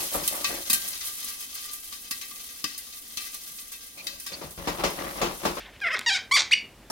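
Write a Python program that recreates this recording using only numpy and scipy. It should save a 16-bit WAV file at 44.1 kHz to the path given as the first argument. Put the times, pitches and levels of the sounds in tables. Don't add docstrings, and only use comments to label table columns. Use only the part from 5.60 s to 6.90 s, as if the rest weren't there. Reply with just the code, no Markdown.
import sys
import numpy as np
from scipy import signal
from scipy.fft import rfft, irfft, next_fast_len
from scipy.io import wavfile

SR = 44100
rng = np.random.default_rng(int(sys.argv[2]) if len(sys.argv) > 2 else 0)


def to_wav(sig):
    pcm = np.clip(np.atleast_2d(sig), -1, 1) * 32767
    pcm = np.round(pcm).astype(np.int16)
    wavfile.write(sys.argv[1], SR, pcm.T)


def volts(x):
    e = np.asarray(x, float) / 20
    return 10 ** e


N = 57330

GRIPS = [
    (2, -1, 0.5, 1.2, -19, 0.5, -18, -13, -24, 4, -11),
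    (-23, -17, 3.7, 7.4, -3, -6.5, -7, 0.5, -3, 5, 1.5),
    (-3, 0.5, 3.16, 1.8, 0, 1.5, 3, 4, 3.5, -16, -8.5),
    (-9, -1, 0.78, 0.66, -2, -2, 4, 2.5, 5, -5, -11),
    (6, 1.5, 0.39, 0.75, 3, 3.5, 6, -1, 2.5, -17, -14),
]


def rms_one(x):
    return x / np.sqrt(np.mean(x ** 2) + 1e-20)


def drift(rate_hz, size):
    r = np.exp(-2 * np.pi * rate_hz / SR)
    wander = signal.lfilter([1], [1, -2 * r, r * r], rng.standard_normal(size + 2000))
    return rms_one(wander[2000:])


def low_pass(x, hz):
    return signal.sosfilt(signal.butter(4, hz, fs=SR, output="sos"), x)


def coloured(spectrum):
    hz, db = np.transpose(spectrum)
    f = np.maximum(np.fft.rfftfreq(N, 1 / SR), 1)
    gain = volts(np.interp(np.log(f), np.log(hz), db)) * (f > 30)
    return rms_one(irfft(rfft(rng.standard_normal(N)) * gain, N))


def background():
    # [f/Hz, level/dB per Hz]
    floor_spectrum = [(18, -24), (30, -3), (109, -8.5), (141, -9.5), (404, -10.5), (486, -13), (600, -13),
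                      (962, -17.5), (16000, -34)]
    # [f/Hz, level/dB per Hz]
    side_spectrum = [(18, -39), (30, -3), (473, -9), (600, -9), (684, -12), (4080, -9.5), (16000, -11.5)]
    # [t/s, level/dB]
    hum_levels = [(0, -51.5), (.15, -55), (.22, -82), (.5, -75), (1.0, -81), (1.12, -53.5), (1.3, -51)]
    # [t/s, level/dB]
    rustle_levels = [(0, -46.5), (.1, -56.5), (.2, -55), (.7, -80), (1.12, -70), (1.3, -60.5)]
    t = np.arange(N) / SR
    rustle_band = signal.butter(2, [1500, 3400], "band", fs=SR, output="sos")
    rustle = rms_one(signal.sosfilt(rustle_band, rng.standard_normal(N)))
    rustle_db = np.interp(t, *np.transpose(rustle_levels)) + 2.0 * drift(23.0, size=N)
    hum = volts(np.interp(t, *np.transpose(hum_levels))) * np.sin(2 * np.pi * 48 * t)
    middle = volts(-53) * coloured(floor_spectrum) + hum + volts(rustle_db) * rustle
    return middle + volts(-63) * coloured(side_spectrum) * [[1], [-1]]


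def body_filters(grip):
    # [f/Hz, width/Hz, level/dB]
    resonances = [(696, 680, -13), (1217, 820, -2.5), (1529, 656, -1.5), (2134, 356, 1), (3040, 625, -0.5),
                  (3557, 665, 2), (4753, 460, -6), (5160, 300, -4), (6070, 4600, -13.5),
                  (10200, 7500, -22.5), (502, 220, -13)]
    for k, ((hz, width_hz, db), change_db) in enumerate(zip(resonances, grip)):
        r = np.exp(-np.pi * width_hz / SR)
        sign = (-1) ** k
        gain = sign * volts(db + change_db) * (1 - r * r) / 2
        yield gain * np.array([1, 0, -1]), [1, -2 * r * np.cos(2 * np.pi * hz / SR), r * r]


def body(x, grip):
    return sum(signal.lfilter(b, a, x + 1e-18) for b, a in body_filters(grip))


def earlier_squeak():
    fade_s, level_db = 0.023, -37
    remains = rng.standard_normal(N) * np.exp(-np.arange(N) / SR / fade_s)
    return volts(level_db) * body(remains, GRIPS[2])


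def twist(rows, grip, top_hz, sharper=0.16, hiss_hz=8000):
    attack_s, release_s = 0.00037, 0.001
    jitter_cycles, size_spread_db, hiss_db = 0.3, 5, -7
    wobble_db, wobble_per_s = 3, 67.3
    tilt_from_hz = 1520
    s, *columns = np.transpose(rows)
    start = int(s[0] * SR)
    t = np.arange(start, int((s[-1] + release_s) * SR)) / SR
    timing, sizes, hiss = rng.standard_normal((3, 8000))
    swells = rng.standard_normal((109, 100))

    hz, db, tilt_db, rough = [np.interp(t, s, column) for column in columns]
    rough = np.clip(rough, 0, 1)
    cycles = np.cumsum(hz) / SR
    jitter = np.interp(cycles, np.arange(8000) + .5, timing) / 2
    cycles = cycles + jitter_cycles * rough * jitter

    partial_hz = np.arange(1, 110)[:, None] * hz
    shares = volts(tilt_db * np.log2(np.maximum(partial_hz, tilt_from_hz) / 2000))
    shares = shares * (partial_hz < 17000)
    edge_hz = top_hz * (hz / hz.max()) ** sharper
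    shares = shares / np.sqrt(1 + (partial_hz / edge_hz) ** 8)
    wobble_at = (t - t[0]) * wobble_per_s
    swell = np.array([np.interp(wobble_at, np.arange(100), row) for row in swells])
    shares = shares * volts(wobble_db * swell)

    grid_hz = np.linspace(0, SR / 2, 1024)
    response = np.abs(sum(signal.freqz(b, a, grid_hz, fs=SR)[1] for b, a in body_filters(grip)))
    power = np.sum((shares * np.interp(partial_hz, grid_hz, response)) ** 2, axis=0) / 2

    k = np.arange(1, 110)[:, None]
    pulses = np.sum(shares * np.cos(2 * np.pi * k * cycles), axis=0)
    puffs = volts(hiss_db) * rough * low_pass(hiss, hiss_hz)[:len(t)]
    puffs = puffs * np.exp(-3.0 * (cycles % 1)) * np.sqrt(np.sum(shares ** 2, axis=0))
    size = volts(size_spread_db * rough * np.interp(cycles, np.arange(8000), sizes))
    fade = np.clip(np.minimum((t - t[0]) / attack_s, (t[-1] - t) / release_s), 0, 1)
    out = np.zeros(N)
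    out[start:start + len(t)] = (pulses + puffs) * size * fade * volts(db) / np.sqrt(power)
    return body(out, grip)


def cork_twists():
    # [t/s, slip rate/Hz, level/dB, tilt/dB per octave, roughness 0-1]
    faint_creak = [
        (.04, 295, -66, -33, 0.5),
        (.06, 286.3, -46, -1, 0.5),
        (.08, 262, -52.5, -21, 0.15),
        (.095, 219, -48, -6, 0.05),
    ]
    first_twist = [(0.211, 823.4, -48, 4.5, 0.066), (0.219, 818, -30, -4.5, 0.13),
                   (0.231, 803, -29.5, -7, 0.034), (0.251, 677.4, -25.5, -6.5, 0.087),
                   (0.271, 691, -25, -7.5, 0.35), (0.283, 635.2, -26.5, -5.5, 0.085),
                   (0.296, 505.7, -32.5, -10, 0.079),
                   (0.304, 504, -28.5, -10.5, 0.17), (.314, 525, -27.5, -6.5, 0.12),
                 (.324, 620.5, -32.5, -4, 0.12), (0.332, 648.7, -27.5, -2.5, 0.1),
                 (0.346, 622.7, -25, -3, 0.25), (.353, 473, -27, -4, 0.47), (0.36, 337, -29.5, -6, 0.3)]
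    second_start = [(0.461, 1006, -25.5, -2, 0.04), (0.467, 932, -21, -6, 0.05),
                    (0.485, 946, -20, -1.4, 0.05), (0.505, 765.4, -24, -0.7, 0.06),
                    (.517, 782.3, -23, -5.5, .06), (0.529, 814.8, -25, -1.5, 0.06),
                    (0.552, 721, -24.5, 0.5, 0.08)]
    second_end = [
        (0.563, 786, -26, -1.8, 0.39),
        (0.576, 774.7, -28, -4, 0.12),
        (0.578, 476.6, -34, -13, 0.63),
        (0.594, 246.5, -41.5, -1.8, 0.56),
    ]
    third_start = [(0.711, 985.4, -25.5, -11, 0.04), (0.717, 1033, -19, -4, 0.089),
                   (0.727, 1135, -18, -2.5, 0.046), (.733, 1149, -25, -6, .08),
                   (.74, 1128, -16, -3.5, 0.067), (0.748, 1171, -19, 0, 0.05),
                   (0.756, 1170, -16.5, -3.5, 0.095), (0.764, 1048, -16.5, -3, 0.047)]
    third_end = [
        (0.771, 813.5, -19.5, -0.31, 0.48),
        (.778, 572, -20.5, -0.5, 0.33),
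        (.785, 426.3, -22.5, 0.22, 0.21),
        (0.7918, 360, -21, .5, 0.17),
    ]
    faint, first, second, third, _ = GRIPS
    return (twist(faint_creak, faint, top_hz=3700)
            + twist(first_twist, first, top_hz=11100, sharper=0.61, hiss_hz=6500)
            + twist([*second_start, *second_end], second, top_hz=8670, sharper=0.088, hiss_hz=15000)
            + twist([*third_start, *third_end], third, top_hz=12000, sharper=0.67, hiss_hz=7000))


def ticks(rows, grip):
    out = np.zeros(N)
    t = np.arange(1024) / SR
    for s, db, top_hz, grit in rows:
        crack = rng.standard_normal(1024) * grit * np.exp(-t / .0008)
        crack[0] = 1
        crack = body(low_pass(crack, top_hz), grip)
        start = int(s * SR)
        out[start:start + 1024] += volts(db) * crack / np.abs(crack).max()
    return out


def lone_slips():
    # [t/s, peak level/dB, top edge/Hz, grit 0-1]
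    first_slips = [
        (.2032, -34, 9000, .1),
        (.3622, -25, 6500, .15),
        (.3668, -21, 7000, .15),
        (.3718, -22, 7500, .15),
        (.3822, -24, 5500, .15),
    ]
    third_slips = [(.7932, -7.5, 7200, .04), (.7965, -7, 7800, .04), (.7998, -10, 7200, .04),
                   (.8033, -10, 6800, .06), (.8068, -7.5, 7800, .04), (.8108, -12.5, 6800, .04),
                   (.8146, -22, 6500, .1), (.8201, -11.5, 7500, .04)]
    snaps = [
        (.3893, -29, 16000, .3),
        (.3921, -22, 16000, .4),
        (.3926, -15, 13000, .12),
        (.4134, -25, 3400, .3),
    ]
    slip_grips = [
        (8, 9, 8, 3, -3, 4, -15, 2, 1.5, -16, -13),
        (-3, 2, -8.5, 0.5, -4, 4.5, 0.5, 5, 12, -5, -23),
        (-7, 4.5, 0.5, 2.5, 5, 3.5, -2.5, -8, 11, 16, -5),
    ]
    runs = zip((first_slips, third_slips, snaps), slip_grips)
    return sum(ticks(rows, grip) for rows, grip in runs)


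def pop():
    # [t/s, f/Hz, level/dB, time to fall 60 dB/s]
    knocks = [
        (0.35, 400, -50, .2),
        (0.389, 238, -39, 0.08),
        (0.811, 326, -50, 0.13),
        (0.953, 215, -49, 0.4),
        (1.0, 265, -52, .4),
    ]
    out = 0
    for s, hz, db, t60_s in knocks:
        t = np.maximum(np.arange(N) / SR - s, 0)
        level = volts(db - 60 * t / t60_s + 1.5 * drift(30, size=N))
        out = out + level * np.sin(2 * np.pi * hz * t) * np.minimum(t / .008, 1)
    return out


def last_pull():
    # [t/s, slip rate/Hz, level/dB, tilt/dB per octave, roughness 0-1]
    chirp = [(.909, 1283, -39, -10, .08), (.913, 1874, -27, -1, 0.062), (.919, 2259, -20, 2, 0.24),
             (.925, 2535, -16.5, -8, 0.25), (.931, 2890, -17.5, -0.5, 0.057),
             (.9345, 2937, -11, -7.5, 0.36), (.938, 2770, -17, -5, 0.024)]
    second_chirp = [
        (.9315, 1500, -31, -8, 0.06),
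        (.935, 2027, -25, -13, .05),
        (.938, 2243, -14.5, -1, 0.11),
        (.942, 2343, -19, -8.5, 0.18),
        (.9465, 2720, -34, -6, 0.3),
    ]
    return twist(chirp, GRIPS[4], top_hz=11000) + twist(second_chirp, GRIPS[4], top_hz=5960)


def room(x, count):
    t60_s, wall_cut_hz = 0.3, 10100
    size = next_fast_len(N + SR)
    w = 2 * np.pi * np.fft.rfftfreq(size)
    t60 = t60_s / (1 + (w * SR / (2 * np.pi * wall_cut_hz)) ** 2)
    total = 0
    for k, lag in enumerate(rng.uniform(.011, .05, count) * SR):
        loop = volts(-60 * lag / SR / t60) * np.exp(-1j * w * int(lag))
        total = total + (-1) ** k * loop / (1 - loop)
    for lag in (67, 181, 293):
        delay = np.exp(-1j * w * lag)
        total = total * (delay - .6) / (1 - .6 * delay)
    return irfft(rfft(x, size) * total, size)[:N]


def bounce(x, delay_s, db):
    return volts(db) * np.concatenate([np.zeros(int(delay_s * SR)), x])[:N]


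def scene():
    cork = cork_twists() + lone_slips() + pop() + last_pull()
    side = volts(-41) * room(cork, count=6) * [[1], [-1]]
    echoes = volts(-23.5) * (room(cork, count=48) + side)
    near_wall = bounce(cork, 0.018, -13.5)
    table_top = bounce(cork, 0.0028, -12)
    return cork + earlier_squeak() + echoes + near_wall + table_top + background()


def roll_off(x):
    return signal.sosfilt(signal.butter(12, 16660, fs=SR, output="sos"), x)


def record(dry):
    low_cut = signal.butter(3, 45, "high", fs=SR, output="sos")
    top_cut = signal.cheby2(10, 50, 16900, fs=SR, output="sos")
    mix = signal.sosfilt(np.vstack([low_cut, top_cut]), dry)
    return roll_off(mix)


dry = scene()
out = record(dry)
to_wav(out)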